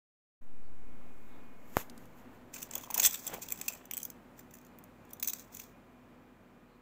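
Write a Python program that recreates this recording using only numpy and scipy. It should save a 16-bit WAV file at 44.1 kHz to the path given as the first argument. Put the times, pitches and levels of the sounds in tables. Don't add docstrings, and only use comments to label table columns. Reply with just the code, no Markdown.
import sys
import numpy as np
from scipy import signal
from scipy.fft import rfft, irfft, next_fast_len
from scipy.io import wavfile
from scipy.ndimage import uniform_filter1d, map_coordinates

SR = 44100
rng = np.random.default_rng(int(sys.argv[2]) if len(sys.argv) > 2 else 0)


def put_to_file(sound):
    columns = np.atleast_2d(sound).T
    safe = np.clip(columns, -1, 1)
    whole_steps = np.round(safe * 32767)
    wavfile.write(sys.argv[1], SR, whole_steps.astype(np.int16))


N = 300321
TIME = np.arange(N) / SR

# middle_s, length_s, level_db, crunch_db, sparkle_db
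CLEAR_CATCHES = [(2.5409, 0.0047, -43, -8, -6), (2.5633, 0.0087, -48, -2.0, -7),
                 (2.62, 0.0031, -46, -8, 2.0), (2.6287, 0.0041, -41, -8.0, 3.0),
                 (2.712, 0.0032, -40.5, -16, -8), (2.7366, 0.0039, -42, -7.0, -4),
                 (2.7543, 0.0033, -35, -7.0, 5), (2.78, 0.0031, -43, -12, 4), (2.839, 0.0056, -57, 3.5, -3),
                 (2.9042, 0.0019, -42.5, -5, 3.0), (2.9096, 0.0028, -42, -6, 6),
                 (2.944, 0.0037, -32.5, -11, 5), (2.9496, 0.0026, -36.5, -5, 3),
                 (2.979, 0.0032, -31.5, -6.5, 8), (2.989, 0.0057, -39, -11, 1.0),
                 (2.9997, 0.0057, -24.0, -8.5, -2.5), (3.02, 0.0019, -38, 0, 11),
                 (3.0328, 0.0099, -31, -5.5, 1), (3.041, 0.0075, -28, -10.5, 1.0),
                 (3.0503, 0.0069, -23.5, -5, -1.0), (3.0561, 0.0059, -27.5, -8, -0.5),
                 (3.0622, 0.005, -21.5, -13.5, 1), (3.07, 0.008, -28.5, -10, 1),
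                 (3.11, 0.0049, -41, -10.0, 1), (3.1328, 0.0044, -46, -8.0, 7),
                 (3.1448, 0.0078, -38.5, -3.5, 1), (3.2678, 0.0031, -35.5, -14, -1),
                 (3.278, 0.0067, -38.5, -13, 1.5), (3.341, 0.0082, -47, -7, 6.0),
                 (3.4254, 0.014, -45, -8.5, -0.5), (3.487, 0.0033, -45.5, -3, 3.5),
                 (3.505, 0.0017, -46.5, -2, 9), (3.5226, 0.0019, -30.5, -11.0, 5.5),
                 (3.59, 0.0032, -54, -13, 2.0), (3.6144, 0.0026, -35.5, -7.5, 0.0),
                 (3.6826, 0.0026, -29.5, -5, 1), (3.6866, 0.0024, -33.5, -4.0, -1.0),
                 (3.733, 0.0055, -51, -12, -2), (3.8555, 0.0019, -53, -20, 5.5),
                 (3.912, 0.0019, -39.0, -0.5, 7), (3.9363, 0.0015, -36.5, -5, 5.5),
                 (3.97, 0.00074, -36, -11, 9), (3.9776, 0.0011, -37, -5.5, 10),
                 (4.0313, 0.002, -36.0, -26, 1.5), (4.0522, 0.002, -43.5, -13.5, 12.5),
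                 (4.102, 0.0018, -46, -12, 6), (4.393, 0.0046, -58.5, -0.5, 2.5),
                 (4.541, 0.006, -54.5, -7, 1), (4.7873, 0.0012, -61, 0.0, 14),
                 (4.84, 0.0019, -58.5, -12.0, 8), (5.134, 0.0025, -47.5, -12, 9),
                 (5.1997, 0.0031, -48, -10.0, 4.0), (5.2279, 0.0026, -36, -3, 6.0),
                 (5.231, 0.0043, -42, -2.5, 11.5), (5.2466, 0.006, -41, -9, -1),
                 (5.2766, 0.0048, -34, -15, 5), (5.2842, 0.0048, -33.5, -10.5, 2),
                 (5.298, 0.0097, -43.5, -5, 7), (5.3346, 0.0028, -34.5, -10.5, 1),
                 (5.3957, 0.0031, -48, -13, -2.0), (5.5495, 0.0032, -47.5, -14.0, 6.0),
                 (5.5709, 0.0045, -47.0, -10.5, 1.0)]
# start_s, end_s, crumbs_db, nicks_db, arm_clink_hz, tip_clink_hz
TONG_MOVES = [(2.543, 2.645, -46.5, -56, 2800, 7580), (2.74, 2.86, -51, -54.5, 3000, 7120),
              (2.936, 3.0, -46, -51, 2901, 6820), (3.04, 3.08, -58, -54, 3380, 7870),
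              (3.094, 3.193, -43, -53, 3386, 7530), (3.23, 3.36, -46.5, -66, 3300, 7400),
              (3.424, 3.755, -50.5, -53.5, 2590, 7480), (3.942, 4.056, -53.5, -50, 3120, 7660),
              (4.373, 4.406, -61.5, -57.5, 1830, 8020), (4.508, 4.671, -72, -64, 1840, 6930),
              (5.047, 5.18, -73, -67.5, 3450, 7000), (5.235, 5.41, -50.5, -60, 3850, 6500),
              (5.525, 5.574, -53, -57, 3970, 7100), (5.593, 5.619, -48.5, -49, 4000, 6100)]
# pitch_hz, width_hz, level_db
ARM_MODES = [(2528, 320, -7), (3300, 340, -9), (4655, 200, -22), (5950, 150, -7), (6250, 200, -4.5),
             (6530, 200, -7.5), (7620, 180, -7.5), (7760, 83, -4), (10260, 120, -17.5), (10970, 284, -13),
             (13500, 260, -5), (14590, 200, -1.5), (14840, 220, 6.5)]
# pitch_hz, level_db, t60_s
RING_MODES = [(2510, -7, .4), (3284, -6, .6), (3440, -5, .5), (3849, -6, .5), (4640, -9, .5),
              (5720, -4, .4), (6053, -5, .22), (6192, -7, .22), (6853, -4, .3), (7417, -1, .38),
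              (7538, -2, .42), (7769, 3, .48), (8064, -5, .55), (9686, -9, .35), (9841, -7, .35),
              (10769, -9, .3), (13360, -5, .45), (14230, -6, .35), (14610, -3, .25), (15036, 2, .32),
              (15177, 2, .32)]
# frequency_hz, level_db
CRUST_SPECTRUM = [(300, -37.5), (1000, -3.5), (2200, -4.5), (4300, -5.5), (6500, 5), (8000, 0.5),
                  (9300, -8), (12000, -7.5), (15000, 5.5)]
# start_s, level_db, pitch_hz
MEAT_TICKS = [(2.766, -39.5, 556), (2.837, -41, 1030), (2.874, -43, 1024), (2.902, -32, 919),
              (2.962, -33, 964), (2.988, -31.5, 751), (3.03, -39, 653), (3.335, -35, 500),
              (3.383, -37.5, 600)]
# peak_s, rise_fall_s, level_db
MEAT_DRAGS = [(2.57, 0.02, -53.5), (2.765, 0.053, -50), (2.985, 0.0364, -44.5), (3.055, 0.022, -46.5),
              (3.275, .02, -50), (3.34, 0.021, -41), (3.7, 0.16, -54.5)]
# frequency_hz, level_db
MEAT_SPECTRUM = [(60, -15.5), (300, -5), (800, -2), (1600, -10), (3000, -11), (6000, -40)]
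# start_s, peak_db, brightness_hz
CASE_TICKS = [(1.758, -45, 1490), (1.7765, -38, 1400), (1.781, -36, 900), (1.7995, -39, 1300),
              (1.898, -38.5, 4750), (1.978, -43.5, 7650), (2.056, -52, 10000)]
# peak_s, rise_fall_s, level_db
SKIN_BRUSHES = [(1.27, .09, -72), (1.765, 0.063, -54.5), (2.015, 0.051, -64.5), (2.19, 0.034, -63),
                (2.35, 0.035, -69)]
# frequency_hz, level_db
SKIN_SPECTRUM = [(80, -1), (300, 1.5), (1300, -1), (2500, -5.5), (4300, -12), (5600, -10.5), (7000, -2.5),
                 (9200, -16.5), (13000, -1), (15000, -5)]
# peak_s, rise_fall_s, level_db
RUMBLE_SWELLS = [(.7, .42, -58.5), (3.35, .07, -61)]
# frequency_hz, level_db
RUMBLE_SPECTRUM = [(12, -10), (30, 0.5), (70, -2.5), (110, -14.5), (250, -35), (800, -79)]
# time_s, air_db, hiss_db
FAN_LEVELS = [(.41, -64.5, -78), (1.1, -58.5, -73.5), (2.2, -56.5, -74.5), (4.5, -58.5, -75),
              (5.6, -58, -77), (6.8, -60, -80)]
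# pitch_hz, level_db
MOTOR_TONES = [(36.5, -71.5), (100, -76.5), (246, -66.5), (371.5, -76.5), (495.5, -76), (1017, -80),
               (1238, -83.5)]
# start_s, end_s, pitch_hz, level_db
BEARING_WHINES = [(.45, 1.75, 2190, -78), (.45, 1.75, 2450, -77.5), (4.4, 7, 2423, -83)]
# frequency_hz, level_db
AIR_SPECTRUM = [(15, -31.5), (30, -20), (48, -16), (64, -13.5), (85, -7), (190, -3.5), (240, -0.5),
                (290, -4.5), (400, -8.5), (800, -11.5), (1300, -15.5), (2400, -22), (3800, -32),
                (9000, -47)]
# frequency_hz, level_db
HISS_SPECTRUM = [(1500, -19.5), (4000, -12.5), (7200, 0), (9300, -7), (12000, -3.5), (15000, -0.5)]
# peak_s, half_length_s, pitch_hz, level_db
FAR_CHIRPS = [(.66, .04, 4400, -84), (1.333, 0.077, 3580, -77), (4.702, 0.074, 4200, -84.5),
              (6.73, 0.055, 4100, -81)]
# frequency_hz, t60_s
ROOM_DECAY = [(200, 0.22), (3000, 0.2), (8000, 0.09), (15000, 0.083)]


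def catches(rows, sharpness=1.7, attack=.9, gain_db=.16, wander=.04):
    middle_s, length_s, level_db, crunch_db, sparkle_db = np.transpose(rows)[:, :, None]
    moves = np.array(TONG_MOVES)
    nearest = np.argmin(np.maximum(moves[:, 0] - middle_s, middle_s - moves[:, 1]), axis=1)
    detuning = 1 + wander * rng.standard_normal((len(rows), 2))
    arm_hz, tip_hz = (moves[nearest, 4:] * detuning).T[:, :, None]
    t = np.arange(1792) / SR - .012
    progress = t / length_s
    force = np.exp(-(sharpness * np.where(progress < 0, progress / attack, progress)) ** 2)
    fractures = force * crackle(force.shape, spread_db=3)
    bursts = through_tongs(fractures, crust_db=-12.5, scatter_db=3.5, detune=.0086)
    arm_clink = lambda f: amp(10) * resonance(f, arm_hz, width_hz=260)
    tip_clink = lambda f: amp(4) * resonance(f, tip_hz, width_hz=280)
    bursts = filtered(bursts, lambda f: 1 + arm_clink(f) + tip_clink(f))
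    balanced = 0
    for low_hz, high_hz, band_db in [(700, 5000, crunch_db), (5000, 9500, 0), (9500, 16500, sparkle_db)]:
        band = signal.sosfilt(signal.butter(4, [low_hz, high_hz], "band", fs=SR, output="sos"), bursts)
        energy = np.sum(band ** 2, axis=1, keepdims=True) / SR
        balanced += band * np.sqrt(length_s / energy) * amp(level_db + band_db + gain_db)
    track = np.zeros(N)
    for start_s, burst in zip(middle_s[:, 0] + t[0], balanced):
        add(track, start_s, burst)
    return track


def nicks(count=24, per_s=40, length_s=.0037, scatter_db=3, crunch_db=-4.5, sparkle_db=3):
    rows = []
    for start_s, end_s, _, usual_db, *_ in TONG_MOVES:
        times = start_s + (np.arange(count) + rng.random(count)) / per_s
        size, stretch = rng.standard_normal((2, count))
        lengths = length_s * np.exp(.3 * stretch)
        levels = usual_db + scatter_db * size
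        rows += [(s, length, db, crunch_db, sparkle_db)
                 for s, length, db in zip(times, lengths, levels) if s < end_s]
    return catches(rows)


def through_tongs(x, crust_db, scatter_db=0, detune=0):
    push, shift = rng.standard_normal((2, len(ARM_MODES)) + x.shape[:-1] + (1,))
    arms = lambda f: sum(
        (-1) ** k * amp(db + scatter_db * push[k]) * resonance(f, hz * (1 + detune * shift[k]), width_hz)
        for k, (hz, width_hz, db) in enumerate(ARM_MODES))
    return filtered(x, lambda f: arms(f) + 1j * amp(crust_db + along(CRUST_SPECTRUM, f)))


def steel_ring(blows, ring_db=-18, hard_db=-22):
    t = np.arange(SR * 3 // 4) / SR
    ring = sum(amp(db - 60 * t / t60_s) * np.sin(2 * np.pi * (hz * t + rng.random()))
               for hz, db, t60_s in RING_MODES)
    force = np.sqrt(np.abs(uniform_filter1d(blows ** 2, size=SR // 100)))
    hard_blows = blows * force / (force + amp(hard_db))
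    return amp(ring_db) * signal.fftconvolve(hard_blows, ring / np.linalg.norm(ring))[:N]


def crumbs(gain_db=-3, clump_db=3.5):
    clumps = crackle(N, spread_db=6.5) * amp(clump_db * wobble(140))
    grains = unit(through_tongs(clumps, crust_db=-2.5))
    stirring = sum(amp(db) * held(start_s, end_s, attack_s=.008, release_s=.038)
                   for start_s, end_s, db, *_ in TONG_MOVES)
    return amp(gain_db) * grains * stirring


def meat(decay_s=.0011, tick_db=-1, drag_db=-2):
    ticks, t = np.zeros(N), np.arange(SR // 40) / SR
    envelope = t / decay_s * np.exp(1 - t / decay_s)
    for start_s, db, hz in MEAT_TICKS:
        add(ticks, start_s, amp(db + tick_db) * envelope * np.sin(2 * np.pi * hz * t))
    rub = coloured(crackle(N, spread_db=7.5) * amp(3 * wobble(120)), MEAT_SPECTRUM)
    return ticks + amp(drag_db) * swells(MEAT_DRAGS) * rub


def tray(bump_s=3.064):
    track = np.zeros(N)
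    add(track, bump_s, thump(db=-47.5, hz=55, decay_s=.014))
    return track


def fingertip(tap_s=1.7691, slide_s=.046, slide_db=-44, tick_decay_s=.0027):
    track, t = np.zeros(N), np.arange(SR // 50) / SR
    snap = thump(db=-24, hz=7300, decay_s=.00015) + thump(db=-14, hz=12600, decay_s=.00018)
    push = thump(db=-.5, hz=840, decay_s=.0003)
    flex = thump(db=-33, hz=100, decay_s=.0072)
    add(track, tap_s, -snap)
    add(track, tap_s + .00016, push)
    add(track, tap_s + .0022, -flex)
    for start_s, peak_db, hz in CASE_TICKS:
        burst = np.exp(-t / tick_decay_s) * rng.standard_normal(len(t))
        tick = filtered(burst, lambda f: resonance(f, hz, width_hz=hz))
        add(track, start_s, amp(peak_db) * tick / np.abs(tick).max())
    slide = amp(slide_db) * held(tap_s, tap_s + slide_s, attack_s=.001, release_s=.01)
    skin = coloured(crackle(N, spread_db=4.5), SKIN_SPECTRUM)
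    return track + (slide + swells(SKIN_BRUSHES)) * skin


def low_rumble(lumpy_db=1.5):
    uneven = rng.standard_normal(N) * amp(lumpy_db * wobble(14))
    return swells(RUMBLE_SWELLS) * coloured(uneven, RUMBLE_SPECTRUM)


def fan(waver_rad=.72, flutter_rad=.27, whine_fade_s=.084):
    air_db, hiss_db = curves(FAN_LEVELS)
    rush = amp(air_db + .97 * wobble(8)) * coloured(rng.standard_normal(N), AIR_SPECTRUM)
    tones = sum(amp(db + 1.5 * wobble(4)) * unit(np.sin(2 * np.pi * hz * TIME + waver_rad * wobble(5)))
                for hz, db in MOTOR_TONES)
    for start_s, end_s, hz, db in BEARING_WHINES:
        gate = np.clip(np.minimum(TIME - start_s, end_s - TIME) / whine_fade_s, 0, 1)
        gain = gate * amp(db + 2 * wobble(25))
        tones += gain * unit(np.sin(2 * np.pi * hz * TIME + flutter_rad * wobble(60)))
    hiss = amp(hiss_db) * coloured(rng.standard_normal(N), HISS_SPECTRUM)
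    return rush + amp(air_db - air_db.mean()) * tones + hiss


def chirps(width_hz=600):
    band = lambda hz: unit(filtered(rng.standard_normal(N), lambda f: resonance(f, hz, width_hz) ** 2))
    return sum(amp(db) * np.exp(-((TIME - peak_s) / half_length_s) ** 2) * band(hz)
               for peak_s, half_length_s, hz, db in FAR_CHIRPS)


def kitchen(x, room_db=-14, echo_gain=.0706):
    hz, t, noise = signal.stft(rng.standard_normal(SR // 2), SR, nperseg=256)
    decay = amp(-60 * t / along(ROOM_DECAY, hz)[:, None])
    tail = signal.istft(noise * decay, SR, nperseg=256)[1]
    response = amp(room_db) * np.pad(tail / np.linalg.norm(tail), (SR // 300, 0))
    for delay_s in rng.uniform(.0009, .007, size=4):
        add(response, delay_s, [echo_gain])
    return signal.fftconvolve(x, response)[:N]


def crackle(shape, spread_db):
    return rng.standard_normal(shape) * amp(spread_db * rng.standard_normal(shape))


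def thump(db, hz, decay_s):
    t = np.arange(SR // 10) / SR
    return amp(db) * np.exp(-t / decay_s) * np.sin(2 * np.pi * hz * t)


def resonance(f, hz, width_hz):
    return 1j * f * width_hz / (hz * hz - f * f + 1j * f * width_hz)


def swells(rows):
    return sum(amp(db) * np.exp(-np.abs(TIME - peak_s) / rise_fall_s) for peak_s, rise_fall_s, db in rows)


def held(start_s, end_s, attack_s, release_s):
    return np.exp(np.minimum((TIME - start_s) / attack_s, 0) - np.maximum((TIME - end_s) / release_s, 0))


def wobble(knots_per_s):
    return map_coordinates(rng.standard_normal(int(N * knots_per_s / SR) + 4), [TIME * knots_per_s])


def curves(rows):
    time_s, *columns = np.transpose(rows)
    return [np.interp(TIME, time_s, column) for column in columns]


def along(points, hz):
    point_hz, values = np.transpose(points)
    return np.interp(np.log(hz + 1), np.log(point_hz + 1), values)


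def filtered(x, response):
    size = next_fast_len(x.shape[-1] * 5 // 4)
    return irfft(rfft(x, size) * response(np.fft.rfftfreq(size, 1 / SR)), size)[..., :x.shape[-1]]


def coloured(x, spectrum):
    return unit(filtered(x, lambda hz: amp(along(spectrum, hz))))


def amp(db):
    return 10 ** (np.asarray(db) / 20)


def unit(x):
    return x / np.sqrt(np.mean(x ** 2) + 1e-20)


def add(track, start_s, x):
    part = track[round(start_s * SR):][:len(x)]
    part += x[:len(part)]


def scene():
    around = fingertip() + low_rumble() + fan() + chirps()
    bites = catches(CLEAR_CATCHES)
    food = bites + steel_ring(bites) + crumbs() + meat() + tray() + nicks()
    return (food + kitchen(food) + around)[None]


def record(dry, on_s=.41, fade_s=.0051, bias_db=-28.5, rise_s=.056, settle_s=.9, top_hz=15550):
    t = np.maximum(TIME - on_s, 0)
    bias = -amp(bias_db) * (1 - np.exp(-t / rise_s)) * np.exp(-(t / settle_s) ** 1.7)
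    live = dry * (1 - np.exp(-t / fade_s)) + bias
    return filtered(live, lambda hz: amp(-np.clip((hz - top_hz) / 15, 0, 120)))


dry = scene()
out = record(dry)
put_to_file(out)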